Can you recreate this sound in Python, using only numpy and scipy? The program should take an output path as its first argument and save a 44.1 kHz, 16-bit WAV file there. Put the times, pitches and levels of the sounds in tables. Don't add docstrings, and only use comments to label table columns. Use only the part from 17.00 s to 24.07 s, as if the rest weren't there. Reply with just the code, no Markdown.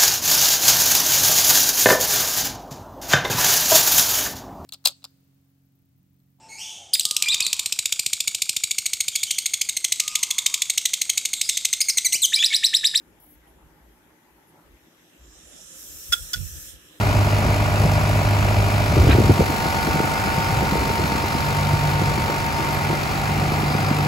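import sys
import numpy as np
from scipy import signal
from scipy.fft import rfft, irfft
from scipy.io import wavfile

SR = 44100
rng = np.random.default_rng(int(sys.argv[2]) if len(sys.argv) > 2 else 0)


def pcm_store(signal):
    levels = np.round(np.clip(np.atleast_2d(signal), -1, 1) * 32767)
    wavfile.write(sys.argv[1], SR, levels.astype(np.int16).T)


N = 311787
TIME, FREQS = np.arange(N) / SR, np.fft.rfftfreq(N, 1 / SR)


def amp(db):
    return 10 ** (np.asarray(db) / 20)


def evened(x):
    return x / np.sqrt(np.mean(x ** 2) + 1e-20)


def curve(rows):
    s, value = np.transpose(rows)
    return np.interp(TIME, s, value)


def read(points):
    hz, value = np.transpose(points)
    return np.interp(np.log(FREQS + 1), np.log(hz + 1), value)


def ramp(s, length):
    return np.clip((TIME - s) / length, 0, 1)


def shaped(x, gain):
    return irfft(rfft(x) * gain, N)


def noise(gain):
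    return evened(shaped(rng.standard_normal(N), gain))


def band(hz, width):
    return noise(1 / (1 + (2 * (FREQS - hz) / width) ** 2))


def drift(hz):
    count = int(TIME[-1] * 2 * hz) + 4
    smooth = signal.resample(rng.standard_normal(count), 4 * count)
    return evened(np.interp(TIME * 8 * hz, np.arange(len(smooth)), smooth))


def strokes(cycles, rise, fall):
    part = cycles % 1
    index = np.floor(cycles).astype(int) + 1
    strength = amp(.9 * rng.standard_normal(index.max() + 1))[index]
    return evened(strength * (1 - np.exp(-part / rise)) * np.exp(-part / fall))


def pulsing(blows, pulsed):
    return np.sqrt(1 - pulsed + pulsed * blows ** 2)


def tone(turns, order, waver_db=1.5, wobble=0.18):
    angle = 2 * np.pi * (order * turns + rng.random()) + wobble * drift(14)
    return np.sqrt(2) * np.sin(angle) * amp(waver_db * drift(9))


def puff(hz, cycles, glide):
    t = np.arange(SR // 10) / SR
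    age = t * hz / cycles
    phase = 2 * np.pi * (hz * t + glide * cycles * (1 - np.exp(-age)))
    return (age * np.exp(1 - age)) ** 2 * np.sin(phase)


# time in seconds, firings per second.
ENGINE_SPEED = [(0, 50.88), (1.7, 50.88), (2.05, 50.4), (2.35, 49.4), (2.65, 48.85), (2.95, 48.55),
                (3.25, 48.62), (3.55, 48.9), (4.2, 49.1), (5.2, 49.08), (5.8, 49.2), (6.5, 49.33),
                (7.07, 49.25)]
GOVERNED, SAG = 49.15, .35


def engine():
    speed = curve(ENGINE_SPEED)
    firings = np.cumsum(speed) / SR
    strain = np.clip((GOVERNED - speed) / SAG, 0, 1)
    return firings, strain


# frequency in Hz, dB per Hz.
BLOCK_SPECTRUM = [(25, -43), (60, 11), (120, 6), (220, 0), (330, -5), (540, -4.5), (750, -0.5), (1100, -4),
                  (1400, -4), (1800, -6), (2400, -7), (3200, -14.5), (4300, -18.5), (6000, -22),
                  (15500, -32.5)]
# frequency in Hz, share of power that repeats each engine cycle.
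REPEATED_SHARE = [(50, .2), (300, .35), (1000, .3), (2500, .22), (5000, .1), (9000, .05)]
# frequency in Hz, gain in dB.
LOAD_COLOUR = [(120, -2), (300, -0.1), (550, 1.5), (800, 0), (1200, 1.06), (2000, 0), (5000, -2)]
CLATTER_DB, CLATTER_LOAD_DB, CLATTER_STRAIN_DB = -24, 0.08, 1.0


def clatter(firings, load, strain, pulsed=0.39):
    pattern = rng.standard_normal(int(6 * SR / ENGINE_SPEED[-1][1]))
    cycle_part = firings / 6 % 1
    repeating = evened(np.interp(cycle_part, np.linspace(0, 1, len(pattern)), pattern))
    share = np.clip(read(REPEATED_SHARE), 0, 1)
    fresh = shaped(rng.standard_normal(N), np.sqrt(1 - share))
    rattle = shaped(repeating, np.sqrt(share)) + fresh

    blows = strokes(firings - .52, rise=0.0094, fall=0.59)
    radiated = FREQS ** 4 / (FREQS ** 4 + 48 ** 4)
    body = evened(shaped(rattle * pulsing(blows, pulsed), radiated * amp(read(BLOCK_SPECTRUM))))
    loaded = shaped(body, amp(read(LOAD_COLOUR)))
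    level = amp(CLATTER_DB + CLATTER_LOAD_DB * load + CLATTER_STRAIN_DB * strain)
    return ((1 - load) * body + load * loaded) * level


# time in seconds, level in dB.
DRONE_LEVEL = [(0, -40), (.35, -27), (.62, -33), (.85, -25), (1.6, -30.5), (3.3, -37), (3.55, -26),
               (3.85, -35.5), (4.3, -31), (4.6, -23), (5.1, -23), (5.3, -30), (5.55, -34), (5.8, -26.5),
               (6.15, -29), (6.4, -24.5), (7.07, -22.5)]
HUM_FREE_DB, HUM_LOADED_DB = -19.5, -5.5


def drone(turns, load):
    drone_db = curve(DRONE_LEVEL)
    hum_db = (1 - load) * HUM_FREE_DB + load * (drone_db + HUM_LOADED_DB)
    low = amp(hum_db) * tone(turns, order=6, waver_db=1.1, wobble=.15)
    high = amp(drone_db) * tone(turns, order=9, waver_db=.8, wobble=.1)
    return low + high


# cycles per crank turn, level running free in dB, level under load in dB.
MACHINE_TONES = [(3, -33, -53), (12, -36, -39), (17, -38.5, -45), (24, -44, -47), (31, -43, -51),
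                 (38, -42, -55), (41, -43, -52), (49, -50, -45), (54, -48, -45), (86, -44, -56),
                 (96, -45, -53), (108, -60, -49), (126, -58, -46), (132, -48, -58), (141, -48, -59),
                 (144, -59, -45), (145, -48, -55)]


def machine_tones(turns, load):
    out = np.zeros(N)
    for order, free_db, loaded_db in MACHINE_TONES:
        out += amp(free_db + load * (loaded_db - free_db)) * tone(turns, order=order)
    return out


# frequency in Hz, relative level in dB, t60 in seconds.
HOUSING_MODES = [(290, -14, .025), (530, -8, .022), (610, 2, .045), (660, -3, .024), (790, -3, .016),
                 (950, -3.5, .018), (1120, -10, .012), (1450, -10, .015), (2240, -14, .012),
                 (2450, -14, .012)]
# peak in dB before scatter,
# pitch it falls toward in Hz, length in cycles, share that rings the housing.
BACKLASH_KNOCKS = [(-26.5, 950, 2.0, .15), (-23.5, 570, 1.68, .66), (-27, 950, 2.2, .1),
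                   (-20, 570, 1.68, 1)]
BACKLASH_PLACES = [.124, .151, .457, .568]


def knock(turns, load, ring_db=-32.0, uneven_db=.9):
    t = np.arange(SR // 10) / SR
    ring = np.zeros(len(t))
    for k, (hz, db, t60) in enumerate(HOUSING_MODES):
        ring += amp(db - 60 * t / t60) * np.sin(2 * np.pi * hz * t) * (-1) ** k

    contacts, blows = np.zeros(N), np.zeros(N)
    for place, (db, hz, cycles, housing) in zip(BACKLASH_PLACES, BACKLASH_KNOCKS):
        hits = np.zeros(N)
        at = np.flatnonzero(np.diff(np.floor(turns - place)))
        hits[at] = amp(db + uneven_db * rng.standard_normal(len(at)))
        contacts += signal.oaconvolve(hits, puff(hz, cycles, glide=0.874))[:N]
        blows += housing * hits
    ringing = amp(ring_db) * evened(signal.oaconvolve(blows, ring)[:N])
    return (1 - load) * (contacts + ringing)


WHINE_CYCLES = [56, 47.42, 90]
# level running free in dB, then dB added
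WHINE_LEVELS = [(-37, 7, 0, 0.5, -8), (-50.5, 1, 3.5, 13, 14), (-51.5, -5.5, 17, 3.5, -13)]
SURGE_S, SURGE_RISE_S, SURGE_END_S, SURGE_FALL_S = 2.1, 0.078, 3.64, 0.19
EASE_S, EASE_FALL_S = 5.69, 0.41


def whine(turns, load, strain, rough=.17):
    eased = ramp(EASE_S, EASE_FALL_S)
    surge = ramp(SURGE_S, SURGE_RISE_S) - ramp(SURGE_END_S, SURGE_FALL_S)
    out = np.zeros(N)
    for order, row in zip(WHINE_CYCLES, WHINE_LEVELS):
        free_db, load_db, strain_db, surge_db, eased_db = row
        level_db = free_db + load_db * load + strain_db * strain + surge_db * surge + eased_db * eased
        roughness = 1 + rough * drift(45)
        out += amp(level_db) * roughness * tone(turns, order=order, waver_db=.5, wobble=.15)
    return out


# cycles per crank turn, level running free in dB,
# level under load in dB, level late in dB.
LATE_GEARS = [(18, -47, -50, -40.5), (20, -55, -44, -40), (44, -49, -42.5, -37), (46, -48, -47, -44),
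              (60, -54, -54, -46)]
BUZZ_S, BUZZ_RISE_S = 6.18, .18


def buzz(turns, load):
    late = ramp(BUZZ_S, BUZZ_RISE_S)
    out = np.zeros(N)
    for order, free_db, loaded_db, late_db in LATE_GEARS:
        level_db = free_db + load * (loaded_db - free_db) + late * (late_db - loaded_db)
        out += amp(level_db) * tone(turns, order=order, waver_db=.7, wobble=.15)
    return out


# frequency in Hz, dB per Hz.
HISS_SPECTRUM = [(500, -21), (2500, -8), (4300, 5.5), (5700, 1.5), (8000, -2), (12000, -4), (15500, -4)]
# frequency in Hz, width in Hz, level against the hiss in dB.
VALVE_WHISTLES = [(5017, 180, -11.5), (11465, 100, -22.5), (14718, 110, -29)]
OIL_DB, OIL_LOAD_DB, OIL_FADE_DB_PER_S = -37.5, 3, 0.76
OPEN_S, OPEN_RISE_S = 1.65, 0.8


def oil(firings, pulsed=0.33, grain_db=2.0):
    blows = strokes(firings - .58, rise=0.045, fall=0.31)
    hiss = noise(amp(read(HISS_SPECTRUM))) * pulsing(blows, pulsed) * amp(grain_db * drift(250))
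    whistle = sum(amp(db + 2.8 * drift(12)) * band(hz, width) for hz, width, db in VALVE_WHISTLES)
    since_open = np.maximum(TIME - OPEN_S - OPEN_RISE_S, 0)
    flow_db = OIL_LOAD_DB * ramp(OPEN_S, OPEN_RISE_S) - OIL_FADE_DB_PER_S * since_open
    return amp(OIL_DB + flow_db) * (hiss + whistle)


# time in seconds, level in dB.
TICK_LEVEL = [(0, -60), (1.3, -53), (2, -43.5), (2.7, -43), (3.1, -50), (3.6, -44), (4.15, -41), (4.9, -42),
              (5.7, -45), (7.07, -42.5)]


def ticks(firings):
    beat = strokes(firings - .6, rise=0.046, fall=0.31)
    return amp(curve(TICK_LEVEL)) * band(hz=4140, width=1500) * beat


# centre in seconds, half length in seconds, frequency in Hz,
# width in Hz, level in dB.
VALVE_FLARES = [(3.28, .14, 5030, 150, -44), (3.38, 0.089, 2070, 200, -39), (5.74, 0.016, 11430, 90, -38),
                (5.78, 0.2, 2080, 120, -37), (6.87, 0.21, 4940, 110, -42.5)]


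def flares():
    out = np.zeros(N)
    for s, length, hz, width, db in VALVE_FLARES:
        out += amp(db) * np.exp(-((TIME - s) / length) ** 2) * band(hz, width)
    return out


# frequency in Hz, dB per Hz.
SCRAPE_SPECTRUM = [(500, -9), (1400, 2.5), (2200, 1), (3100, 1), (3700, -5), (4500, -20), (12000, -38)]
ZIP_S, ZIP_RISE_S, ZIP_LENGTH_S = 2.105, .0105, .021
ZIP_LOW_HZ, ZIP_TOP_HZ, ZIP_DB = 1000, 3950, -19


def spurt(s=2.114, length=.026, level_db=-26.5):
    grit = amp(3 * drift(300))
    common, apart = (noise(amp(read(SCRAPE_SPECTRUM))) for _ in range(2))
    stereo = common + np.array([[.7], [-.7]]) * apart
    rush = amp(level_db) * stereo * grit * np.exp(-((TIME - s) / length) ** 2)

    hz = ZIP_LOW_HZ * (ZIP_TOP_HZ / ZIP_LOW_HZ) ** ramp(ZIP_S, ZIP_RISE_S)
    age = ramp(ZIP_S, ZIP_LENGTH_S)
    envelope = np.sqrt(4 * age * (1 - age))
    chirp = np.sin(2 * np.pi * np.cumsum(hz) / SR + .5 * drift(500)) * envelope
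    return rush + amp(ZIP_DB) * np.sqrt(ZIP_LOW_HZ / hz) * chirp


# delay in seconds, gain.
YARD_ECHOES = [(.0035, .12), (.0113, -.16), (.0187, .18), (.0409, .15)]


def yard(x):
    echoes = sum(gain * np.exp(-2j * np.pi * FREQS * delay) for delay, gain in YARD_ECHOES)
    return shaped(x, 1 + echoes)


# frequency in Hz, coherence (limited to 0.96 where used).
PORT_LIKENESS = [(100, 0.5), (250, 0.5), (480, 0.5), (800, 0.4), (1400, 1.03), (1800, 0.5), (2100, 0.3),
                 (2700, 0.65), (3300, 0), (4200, 1), (5500, 0.3), (6500, 0.9), (8000, 6.2), (15000, 50)]
# frequency in Hz, radians by which left leads.
PORT_LEAD = [(450, 0), (800, .7), (1350, 1.6), (1800, 3.1), (2100, 5.4), (3200, 7.8), (3600, 11),
             (4300, 12.4), (7300, 12.5), (9000, 9.42), (10300, 6.7), (12000, 5.8), (13350, 3.14),
             (15000, .2)]
# frequency in Hz, left over right in dB.
PORT_BALANCE = [(150, -0.6), (500, 0.9), (850, 1), (1100, 1.5), (1550, -4), (2050, 2.5), (2400, 2.5),
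                (3300, 4.5), (4200, 0), (5100, 2.5), (6200, .2), (12000, -0.5)]


def ports(shared, apart):
    alike = np.clip(read(PORT_LIKENESS), 0, .96)
    lead = np.exp(.5j * read(PORT_LEAD))
    mid = rfft(shared) * np.sqrt((1 + alike) / 2)
    side = rfft(apart) * np.sqrt((1 - alike) / 2)
    balance = amp(np.outer([.5, -.5], read(PORT_BALANCE)))
    return irfft(np.array([(mid + side) * lead, (mid - side) / lead]) * balance, N)


WAKE_S, WAKE_LENGTH_S = 6.25, 0.76
WAKE_PUSH_DB, WAKE_POP_DB, WAKE_PUSH_HZ, WAKE_POP_HZ = -18.5, -24.5, 168, 304


def wake(count=16, spread_db=3.0, spread_octaves=0.41):
    times = WAKE_S + WAKE_LENGTH_S * (np.arange(count) + rng.random(count)) / count
    rows = []
    for s, (a, b, c) in zip(times, rng.standard_normal((count, 3))):
        push_hz = WAKE_PUSH_HZ * 2 ** (spread_octaves * b)
        pop_hz = WAKE_POP_HZ * 2 ** (spread_octaves * c)
        rows.append((s, WAKE_PUSH_DB + spread_db * a, push_hz, WAKE_POP_DB + spread_db * a, pop_hz))
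    return rows


# start in seconds, relative push level in dB, pitch the push falls
# toward in Hz, relative level in dB of the pop at its front, pitch the pop falls toward in Hz.
STRONG_EDDIES = [(0.8, -9, 92, -26, 624), (0.849, -8, 152, -20.5, 376), (1.966, -7, 100, -11.5, 318),
                 (1.976, -8, 120, -17, 328), (1.992, -3.5, 65, -19, 302), (2.068, -5, 109, -13, 457),
                 (2.086, -17, 95, -14, 330), (2.092, -7, 60, -11.5, 275), (2.123, -16, 66.6, -17, 300),
                 (2.149, -13, 90, -13, 338), (2.183, -4, 109, -11, 328), (2.202, -18, 107, -11.5, 337),
                 (2.242, -7, 69.6, -22, 300), (2.294, -1, 98, -7, 304), (2.307, -3.5, 105, -13, 249),
                 (2.392, -3.5, 174, -13, 268), (2.406, -10.5, 78.6, -6.5, 427), (2.496, -27, 116, -17, 288),
                 (2.655, -14, 125, -20, 339), (2.874, -10, 212, -18, 310), (2.884, -24, 150, -21, 360),
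                 (2.941, -11.5, 129, -23, 250), (2.955, -23, 130, -22, 310), (3.001, -20, 94.2, -14, 320),
                 (3.038, -14, 113, -21, 250), (3.257, -16, 199, -29, 280), (3.273, -21, 130, -20, 300),
                 (3.376, -11.5, 144, -18.5, 504), (3.569, -18, 110, -25, 300),
                 (3.624, -12.5, 158, -16.5, 303), (3.722, -10, 175, -19, 259), (3.754, -23, 136, -16, 420),
                 (3.777, -29, 140, -20, 350), (3.816, -27, 226, -24, 252), (3.872, -27, 140, -21, 360),
                 (3.9, -12, 83, -18, 401), (3.994, -13.5, 88, -17, 322), (4.018, -20, 140, -20, 320),
                 (4.04, -9.5, 158, -21, 272), (4.118, -14.5, 131, -25, 320), (4.151, -16.5, 224, -21, 302),
                 (4.238, -17, 85.5, -22, 380), (4.349, -18, 207, -25, 251), (4.732, -11, 106, -22, 295),
                 (5.016, -8, 140, -16, 282), (5.109, -11, 130, -19, 320), (5.178, -15, 130, -19.5, 320),
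                 (5.296, -26, 100, -20.5, 368), (5.594, -28, 140, -22, 350), (5.901, -15, 143, -16, 344),
                 (5.929, -26, 107, -18, 346), (6.995, -16, 131, -23, 320), (7.056, -16, 129, -22, 320)]


def eddies(push_db=-2.5, pop_db=2.5):
    rows = list(STRONG_EDDIES) + wake()
    leans = rng.choice([-.06, .06], len(rows))
    out = np.zeros((2, N))
    for (s, db, hz, front_db, front_hz), lean in zip(rows, leans):
        push = amp(db + push_db) * puff(hz, cycles=0.83, glide=0.35)
        pops = np.array([puff(front_hz * (1 + port * lean), cycles=0.88, glide=0.22) for port in (-1, 1)])
        start = round(s * SR)
        part = out[:, start:start + len(push)]
        part += (push + amp(front_db + pop_db) * pops)[:, :part.shape[1]]
    return out


# frequency in Hz, dB per Hz.
FLUTTER_SPECTRUM = [(80, -25), (200, 2.5), (400, 0), (560, 0), (800, -14), (1600, -71)]
FLUTTER_DB, FLUTTER_LAG_S, FLUTTER_S = -14, .01, .01


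def flutter():
    power = np.zeros(N)
    for s, _, _, front_db, _ in STRONG_EDDIES:
        power += amp(2 * front_db) * np.exp(-((TIME - s - FLUTTER_LAG_S) / FLUTTER_S) ** 2)
    common, apart = (noise(amp(read(FLUTTER_SPECTRUM))) for _ in range(2))
    return amp(FLUTTER_DB) * np.sqrt(power) * (common + np.array([[.4], [-.4]]) * apart)


# centre in seconds, half length in seconds, rumble level in dB.
WIND_GUSTS = [(.15, 0.13, -25), (0.477, 0.062, -20), (.85, .08, -24), (1.567, 0.08, -24),
              (2.036, 0.13, -17), (2.25, 0.12, -18.5), (2.93, 0.072, -26), (3.566, 0.075, -27),
              (3.83, 0.075, -27), (4.85, .3, -30), (6.44, 0.09, -29)]
# frequency in Hz, dB per Hz.
RUMBLE_SPECTRUM = [(15, -37), (28, -19), (42, -6), (58, -1), (78, 2), (115, -2), (170, -8), (250, -12),
                   (450, -16), (900, -35), (3000, -60)]
# frequency in Hz, dB per Hz.
TEAR_SPECTRUM = [(60, -27), (150, 6), (300, -18), (520, -6), (750, -4), (2000, -53)]
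TEAR_DB, TEAR_AT_DB = -33.5, -17
BREEZE_DB, LULL_DB, LULL_S, LULL_FALL_S = -26, -31, 2.26, .25


def wind(lumpy_db=0.5):
    breeze = amp(BREEZE_DB + (LULL_DB - BREEZE_DB) * ramp(LULL_S, LULL_FALL_S))
    power = breeze ** 2
    for s, length, db in WIND_GUSTS:
        power += (amp(db) * np.exp(-((TIME - s) / length) ** 2)) ** 2
    lumps = amp(lumpy_db * drift(22))
    rumble = np.sqrt(power) * evened(noise(amp(read(RUMBLE_SPECTRUM))) * lumps)
    tearing = amp(TEAR_DB) * power / amp(TEAR_AT_DB) ** 2 * noise(amp(read(TEAR_SPECTRUM)))
    return rumble + tearing


LOAD_S, LOAD_RISE_S = 1.97, 0.68


def scene():
    firings, strain = engine()
    load = ramp(LOAD_S, LOAD_RISE_S)
    turns = firings / 3

    def broadband():
        return amp(-0.65) * yard(clatter(firings, load, strain) + oil(firings) + ticks(firings))

    shared, apart = broadband(), broadband()
    tonal = drone(turns, load) + machine_tones(turns, load) + whine(turns, load, strain) + buzz(turns, load)
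    truck = ports(shared + tonal + knock(turns, load) + flares(), apart)
    swirl = amp(-16) * wind() * np.array([[1], [-1]])
    return truck + spurt() + eddies() + flutter() + wind() + swirl


def record(dry):
    rounded = dry / (1 + (dry / .92) ** 6) ** (1 / 6)
    lowpass = signal.firwin(511, 15800, window=("kaiser", 9), fs=SR)
    return signal.oaconvolve(rounded, lowpass[None], "same")


dry = scene()
out = record(dry)
pcm_store(out)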